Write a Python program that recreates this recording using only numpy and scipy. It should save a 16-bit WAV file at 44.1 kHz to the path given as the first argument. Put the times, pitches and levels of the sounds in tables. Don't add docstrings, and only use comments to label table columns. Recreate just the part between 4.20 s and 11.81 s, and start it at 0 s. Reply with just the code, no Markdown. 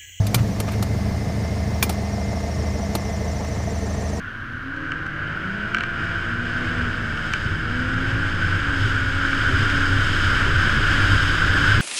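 import sys
import numpy as np
from scipy import signal
from scipy.fft import rfft, irfft, next_fast_len
from scipy.io import wavfile
from scipy.ndimage import uniform_filter1d

SR = 44100
rng = np.random.default_rng(int(sys.argv[2]) if len(sys.argv) > 2 else 0)


def dump_mix(stems):
    frames = np.atleast_2d(stems).T
    limited = np.clip(frames, -1, 1)
    pcm = np.round(limited * 32767).astype(np.int16)
    wavfile.write(sys.argv[1], SR, pcm)


N = 335601
TIME = np.arange(N) / SR


def amp(db):
    return 10 ** (np.asarray(db) / 20)


def unit(x):
    return x / np.sqrt(np.mean(x ** 2) + 1e-20)


def curves(rows):
    seconds, *columns = np.transpose(rows)
    return [np.interp(TIME, seconds, column) for column in columns]


def spectrum_db(points, hz):
    point_hz, db = np.transpose(points)
    return np.interp(np.log(hz + 1), np.log(point_hz), db)


def resonance_db(modes, hz):
    return sum(db / (1 + (2 * (hz - centre) / width) ** 2) for centre, width, db in modes)


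def swells_db(rows, flatness):
    return sum(db * np.cos(np.pi / 2 * np.minimum(abs(2 * (TIME - middle) / length), 1) ** flatness)
               for middle, length, db in rows)


def noise(gain):
    size = next_fast_len(N, True)
    hz = np.fft.rfftfreq(size, 1 / SR)
    return unit(irfft(rfft(rng.standard_normal(size)) * gain(hz), size)[:N])


def wander(rate_hz):
    return noise(lambda hz: 1 / (1 + (hz / rate_hz) ** 4))


def steadied(x, steadiness):
    power = uniform_filter1d(abs(signal.hilbert(x)) ** 2, size=2200)
    loudness = np.sqrt(abs(power) + 1e-6)
    return unit(x / loudness ** steadiness)


# frequency in Hz, width in Hz, boost in dB.
CASE_RESONANCES = [(1523, 630, 22), (1538, 56, -0.5), (2256, 280, 3.5), (3078, 580, 12.5), (6700, 310, 4),
                   (7860, 780, 7), (12800, 1600, 0)]
def noise_in_case(points):
    return noise(lambda hz: amp(spectrum_db(points, hz) + resonance_db(CASE_RESONANCES, hz)))


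# frequency in Hz, relative level in dB.
HISS_SPECTRUM = [(3000, -11), (6000, 13), (7300, -1), (8200, -2), (8900, -8), (9700, 6.5), (10700, -1),
                 (11800, -7), (13000, 3), (15000, -6.5)]
def microphone_hiss(level_db=-68.5):
    return amp(level_db) * noise(lambda hz: amp(spectrum_db(HISS_SPECTRUM, hz)))


# time in seconds, strength in dB compared with top speed.
WIND_STRENGTH = [(0, -20), (.8, -16), (1.3, -17.5), (1.8, -12), (2.6, -10), (3.1, -10.5), (3.8, -6),
                 (5, -5), (5.5, -2.5), (6.7, 0.5), (7.6, -1.5)]
# middle in seconds, length in seconds, boost in dB.
WIND_GUSTS = [(2.66, 0.25, 6), (3.29, 0.23, 7.5), (3.6, .32, 2), (4.22, .44, 3.5), (4.69, 0.17, 7.5),
              (5.32, .1, 7), (5.43, .09, 5), (5.56, 0.093, 5.5), (5.77, 0.19, 2.5), (6.09, 0.11, 2),
              (6.32, .24, 5), (6.93, 0.09, 6), (7.53, .2, 8)]
# frequency in Hz, relative level in dB.
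RUMBLE_SPECTRUM = [(8, -9), (18, 7.5), (29, -3), (45, -2.5), (65, -3.5), (110, -26), (300, -53), (900, -94)]
THROB_SPECTRUM = [(30, -44), (65, -11), (82, -3), (96, 7.5), (112, -7), (135, -9.5), (195, -37),
                  (225, -11.5), (255, -42), (400, -23.5), (1200, -95)]
def wind_buffeting(rumble_db=-24, throb_db=-25, gustiness_db=2):
    wind_db = curves(WIND_STRENGTH)[0]
    gusts_db = swells_db(WIND_GUSTS, flatness=2.2) + gustiness_db * wander(rate_hz=11)
    rumble = steadied(noise_in_case(RUMBLE_SPECTRUM), steadiness=1.0)
    throb = steadied(noise_in_case(THROB_SPECTRUM), steadiness=0.7)
    return (amp(rumble_db + 0.97 * wind_db + 0.16 * gusts_db) * rumble
            + amp(throb_db + 0.93 * wind_db + gusts_db) * throb)


# time in seconds, then air and snow in dB compared with top speed.
STREAM_LEVELS = [(0, -18, -28.5), (.4, -18, -31), (.7, -13.5, -24), (1.05, -10.5, -24), (1.3, -11.5, -19.5),
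                 (1.85, -7.5, -16.5), (2.25, -8.5, -13.5), (2.45, -6.5, -12.5), (2.85, -9.5, -13),
                 (3.15, -8.5, -9), (3.45, -10, -13), (4.25, -4, -7.5), (4.65, -4.5, -8), (4.95, -5, -6.5),
                 (5.45, -1.5, -3), (5.65, -3, -3), (5.95, -1, -3), (7.6, .5, .5)]
# middle in seconds, length in seconds, boost in dB.
SNOW_BURSTS = [(1.9, 0.34, 2.5), (4.64, .2, 4), (5.96, 0.35, 3), (7.0, 0.36, 1.5)]
# frequency in Hz, relative level in dB.
ROAR_SPECTRUM = [(40, -14.5), (120, 11.5), (190, 5), (320, 8), (400, -1), (550, -2), (800, -9), (1100, -27),
                 (2000, -60), (6000, -78)]
RUSH_SPECTRUM = [(300, -42), (800, -10), (1000, 1.5), (1500, 1.5), (2100, 0.5), (2800, -1.5), (3500, -20),
                 (4500, -12), (8000, -45), (15000, -72)]
SPRAY_SPECTRUM = [(800, -45), (2000, -8), (2800, 0.5), (3700, 4.5), (4300, -2.5), (4750, 5), (5250, 5),
                  (5600, -6.5), (6300, -4), (7500, -11.5), (9200, -13.5), (10500, -20.5), (13000, -23),
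                  (15000, -33)]
def air_and_snow(roar_db=-31, rush_db=-21, spray_db=-30.5, flicker_db=0.39, surge_db=0.71):
    air_db, snow_db = curves(STREAM_LEVELS)
    swirls = amp(flicker_db * wander(rate_hz=49) + surge_db * wander(rate_hz=5))
    roar = amp(roar_db + 0.75 * air_db) * noise_in_case(ROAR_SPECTRUM)
    rush = amp(rush_db + air_db) * noise_in_case(RUSH_SPECTRUM)
    bursts_db = swells_db(SNOW_BURSTS, flatness=1.5)
    spray = amp(spray_db + snow_db + bursts_db) * noise_in_case(SPRAY_SPECTRUM)
    return swirls * (roar + rush + spray)


# start in seconds, level in dB, hardness in dB (higher is brighter).
CASE_HITS = [(0.565, -39, 4), (0.7191, -13.5, -6), (.8650, -30, 3), (1.5464, -7.5, -4), (1.568, -12, -8),
             (1.585, -17, -2.5), (1.607, -12.5, -4.5), (1.6361, -11, -5.5), (2.9745, -21, -2),
             (3.1365, -10.5, 3), (5.0490, -8.5, -24), (5.13, -6, -17), (5.5, -17, 0), (6.258, -16, -11),
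             (6.494, -12, -18), (7.442, -6, -28)]
# frequency in Hz, relative level in dB.
HIT_SPECTRUM = [(100, -17), (800, -13), (1500, -1), (2300, 6.5), (3000, -5), (4300, 14), (5100, -2),
                (5600, 12), (6500, 1), (8000, -4.5), (10000, -19), (15000, -21)]
# frequency in Hz, relative level in dB, seconds to fade 60 dB.
SHELL_TONES = [(1282, -1.5, 0.023), (1570, 3, 0.029), (1930, -4, 0.013), (2300, 1.5, 0.019),
               (2720, -5.5, 0.027), (3005, 1.5, 0.014)]
def case_ticks(crack_db=5, crack_s=0.0006, grit_share=0.25, ring_db=-4, size=4096):
    hz = abs(np.fft.fftfreq(size, 1 / SR))
    t = np.arange(size) / SR
    hit_db = spectrum_db(HIT_SPECTRUM, hz) + resonance_db(CASE_RESONANCES, hz)
    treble_octaves = np.log2(np.maximum(hz / 4000, 1))
    attack = 1 - np.exp(-t / crack_s)
    out = np.zeros(N + size)
    for start_s, db, hardness_db in CASE_HITS:
        gain = amp(hit_db + 0.56 * hardness_db * treble_octaves)
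        colour = np.exp(np.conj(signal.hilbert(np.log(gain))))
        grit = grit_share * rng.choice([-1, 1], size) * attack * np.exp(-t / crack_s)
        click = (t == 0) + grit
        crack = np.fft.ifft(np.fft.fft(click) * colour).real
        tick = amp(crack_db + hardness_db) * crack / np.linalg.norm(crack)
        for tone_hz, tone_db, fade_s in SHELL_TONES:
            dulling_db = min(hardness_db, 0) * np.clip((tone_hz - 1500) / 1000, 0, 1)
            envelope = attack * np.exp(-np.log(1000) * t / fade_s)
            tone = np.sin(2 * np.pi * (tone_hz * t + rng.random()))
            tick += amp(ring_db + tone_db + dulling_db) * envelope * tone
        start = round(start_s * SR)
        out[start:start + size] += amp(db) * tick
    return out[:N]


# time in seconds, lugs (ridges) meeting the drive wheel per second.
LUG_RATE = [(0, 110), (.3, 114), (.57, 153), (1, 162), (1.35, 198), (1.6, 220), (1.9, 223), (2.3, 243),
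            (2.55, 246), (2.9, 229), (3.3, 220), (3.6, 251), (4.05, 279), (4.48, 283), (4.75, 260),
            (5, 277), (5.35, 268), (5.53, 284), (5.9, 271), (7.2, 286), (7.6, 298)]
# middle in seconds, length in seconds, boost in dB.
TRACK_BITES = [(.72, 0.32, 7), (1.4, 0.47, 9.5), (2.5, 0.83, 5), (3.76, 0.83, 7.5), (4.52, 0.21, 7.5),
               (5.16, 0.53, 7), (5.66, 0.4, 8.5), (7.0, 0.41, 3), (7.53, .3, 6.5)]
# frequency in Hz, width in Hz, boost in dB.
TUNNEL_RESONANCES = [(250, 103, 9), (307, 66, 6), (495, 70, 3.5)]
def track_hum(hum_db=-50.5, top_speed_hz=282, overtone_step_db=-6.5, jitter=0.00399):
    lug_hz = curves(LUG_RATE)[0]
    cycles = np.cumsum(lug_hz * (1 + jitter * wander(rate_hz=27))) / SR
    speed_db = -0.5 * np.log2(lug_hz / top_speed_hz)
    level_db = hum_db + speed_db + swells_db(TRACK_BITES, flatness=2.2)
    out = np.zeros(N)
    for k in (1, 2, 3):
        db = level_db + overtone_step_db * (k - 1) + resonance_db(TUNNEL_RESONANCES, k * lug_hz)
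        flutter = 1 + 0.27 * wander(rate_hz=9)
        out += amp(db) * flutter * np.sin(2 * np.pi * k * cycles)
    return np.sqrt(2) * out


# frequency in Hz, relative level in dB.
BELT_SPECTRUM = [(400, -28), (870, -16), (990, 0.5), (1250, 0), (1420, -1), (1535, 3.5), (1640, -0.5),
                 (1900, -3), (2500, -9), (3100, -13), (4000, -10), (5300, -20), (6400, -22), (7300, -39),
                 (8200, -34), (15000, -55)]
def belt_whir(firing_hz, level_db=-34.5, throb_depth=0.25):
    crank_turns = np.cumsum(firing_hz * 2 / 3) / SR
    throb = 1 + throb_depth * np.sin(2 * np.pi * crank_turns)
    return amp(level_db) * noise_in_case(BELT_SPECTRUM) * throb


# time in seconds, exhaust in dB, clatter in dB, load (how hard it pulls) in dB.
THROTTLE_LEVELS = [(0, -9, -15, 5), (.35, -6.5, -12, 12), (.6, -6.5, -4, -3.5), (1, 0.5, -1.5, 4),
                   (1.5, -1.5, -2, 2.5), (1.9, 2.5, 2, 4), (2.4, 2, -2.5, 4.5), (2.8, 2, -2, 4),
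                   (3.25, 1.5, -0.5, 4.5), (3.6, 2, 2, 10.5), (4, 3.5, -1, 8.5), (4.7, -3, -1.5, 15.5),
                   (5.3, -4, 1, 1.5), (6.3, 2, 1, 7), (7.6, 4.5, -17, 10.5)]
EXHAUST_TONES = {2: (-44.5, 0.73), 3: (-44, 0.35), 4: (-48.5, 0), 5: (-66.5, 0), 6: (-49.5, .1),
                 7: (-62, 0), 8: (-59.5, 0), 9: (-63, 0.54), 11: (-60, -0.24), 12: (-52.5, -1.76),
                 14: (-68, -.3), 15: (-70.5, 0.82), 17: (-62.5, 0)}
# frequency in Hz, width in Hz, boost in dB.
PIPE_RESONANCES = [(268.3, 9.6, 20), (694, 91, 7.5), (798, 20, 5.5)]
CLATTER_TONES = {25: -60.5, 27: -60, 28: -63, 30: -64, 34: -59.5, 36: -61, 39: -65, 41: -59, 42: -60, 43:
                 -67, 44: -62, 51: -63}
def engine(firing_hz, jitter=0.0012, unevenness=0.33, weak_tone_db=-74):
    cycle_hz = firing_hz / 3
    cycles = np.cumsum(cycle_hz * (1 + jitter * wander(rate_hz=26.2))) / SR
    exhaust_db, clatter_db, load_db = curves(THROTTLE_LEVELS)
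    moments = np.linspace(0, TIME[-1], 130)
    out = np.zeros(N)
    for k in range(2, 64):
        hz = k * cycle_hz
        if k in EXHAUST_TONES:
            tone_db, load_share = EXHAUST_TONES[k]
            db = tone_db + exhaust_db + load_share * load_db + resonance_db(PIPE_RESONANCES, hz)
        else:
            db = CLATTER_TONES.get(k, weak_tone_db) + clatter_db
        strength = 1 + unevenness * rng.standard_normal(len(moments))
        strength *= amp(resonance_db(CASE_RESONANCES, np.interp(moments, TIME, hz)))
        tone = np.sin(2 * np.pi * (k * cycles + rng.random()))
        out += amp(db) * np.interp(TIME, moments, strength) * tone
    return np.sqrt(2) * out


# time in seconds, firings per second.
FIRING_RATE = [(0, 131.1), (.38, 130), (.5, 135.5), (.75, 136.1), (1, 147.1), (1.15, 157.1), (1.6, 174.6),
               (1.85, 169.1), (2.38, 171.3), (2.88, 157.9), (3.2, 151.9), (3.38, 154.6), (3.5, 163.9),
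               (3.93, 169.5), (4.9, 160.4), (5.2, 161.3), (6.4, 156.5), (7.1, 156), (7.6, 164)]
def scene():
    firing_hz = curves(FIRING_RATE)[0]
    snowmobile = engine(firing_hz) + belt_whir(firing_hz) + track_hum()
    return (snowmobile + air_and_snow() + wind_buffeting() + case_ticks())[None]


def record(dry):
    low_pass = signal.firwin(401, 15100, window=("kaiser", 9), fs=SR)
    return signal.oaconvolve(dry + microphone_hiss(), low_pass[None], "same")


dry = scene()
out = record(dry)
dump_mix(out)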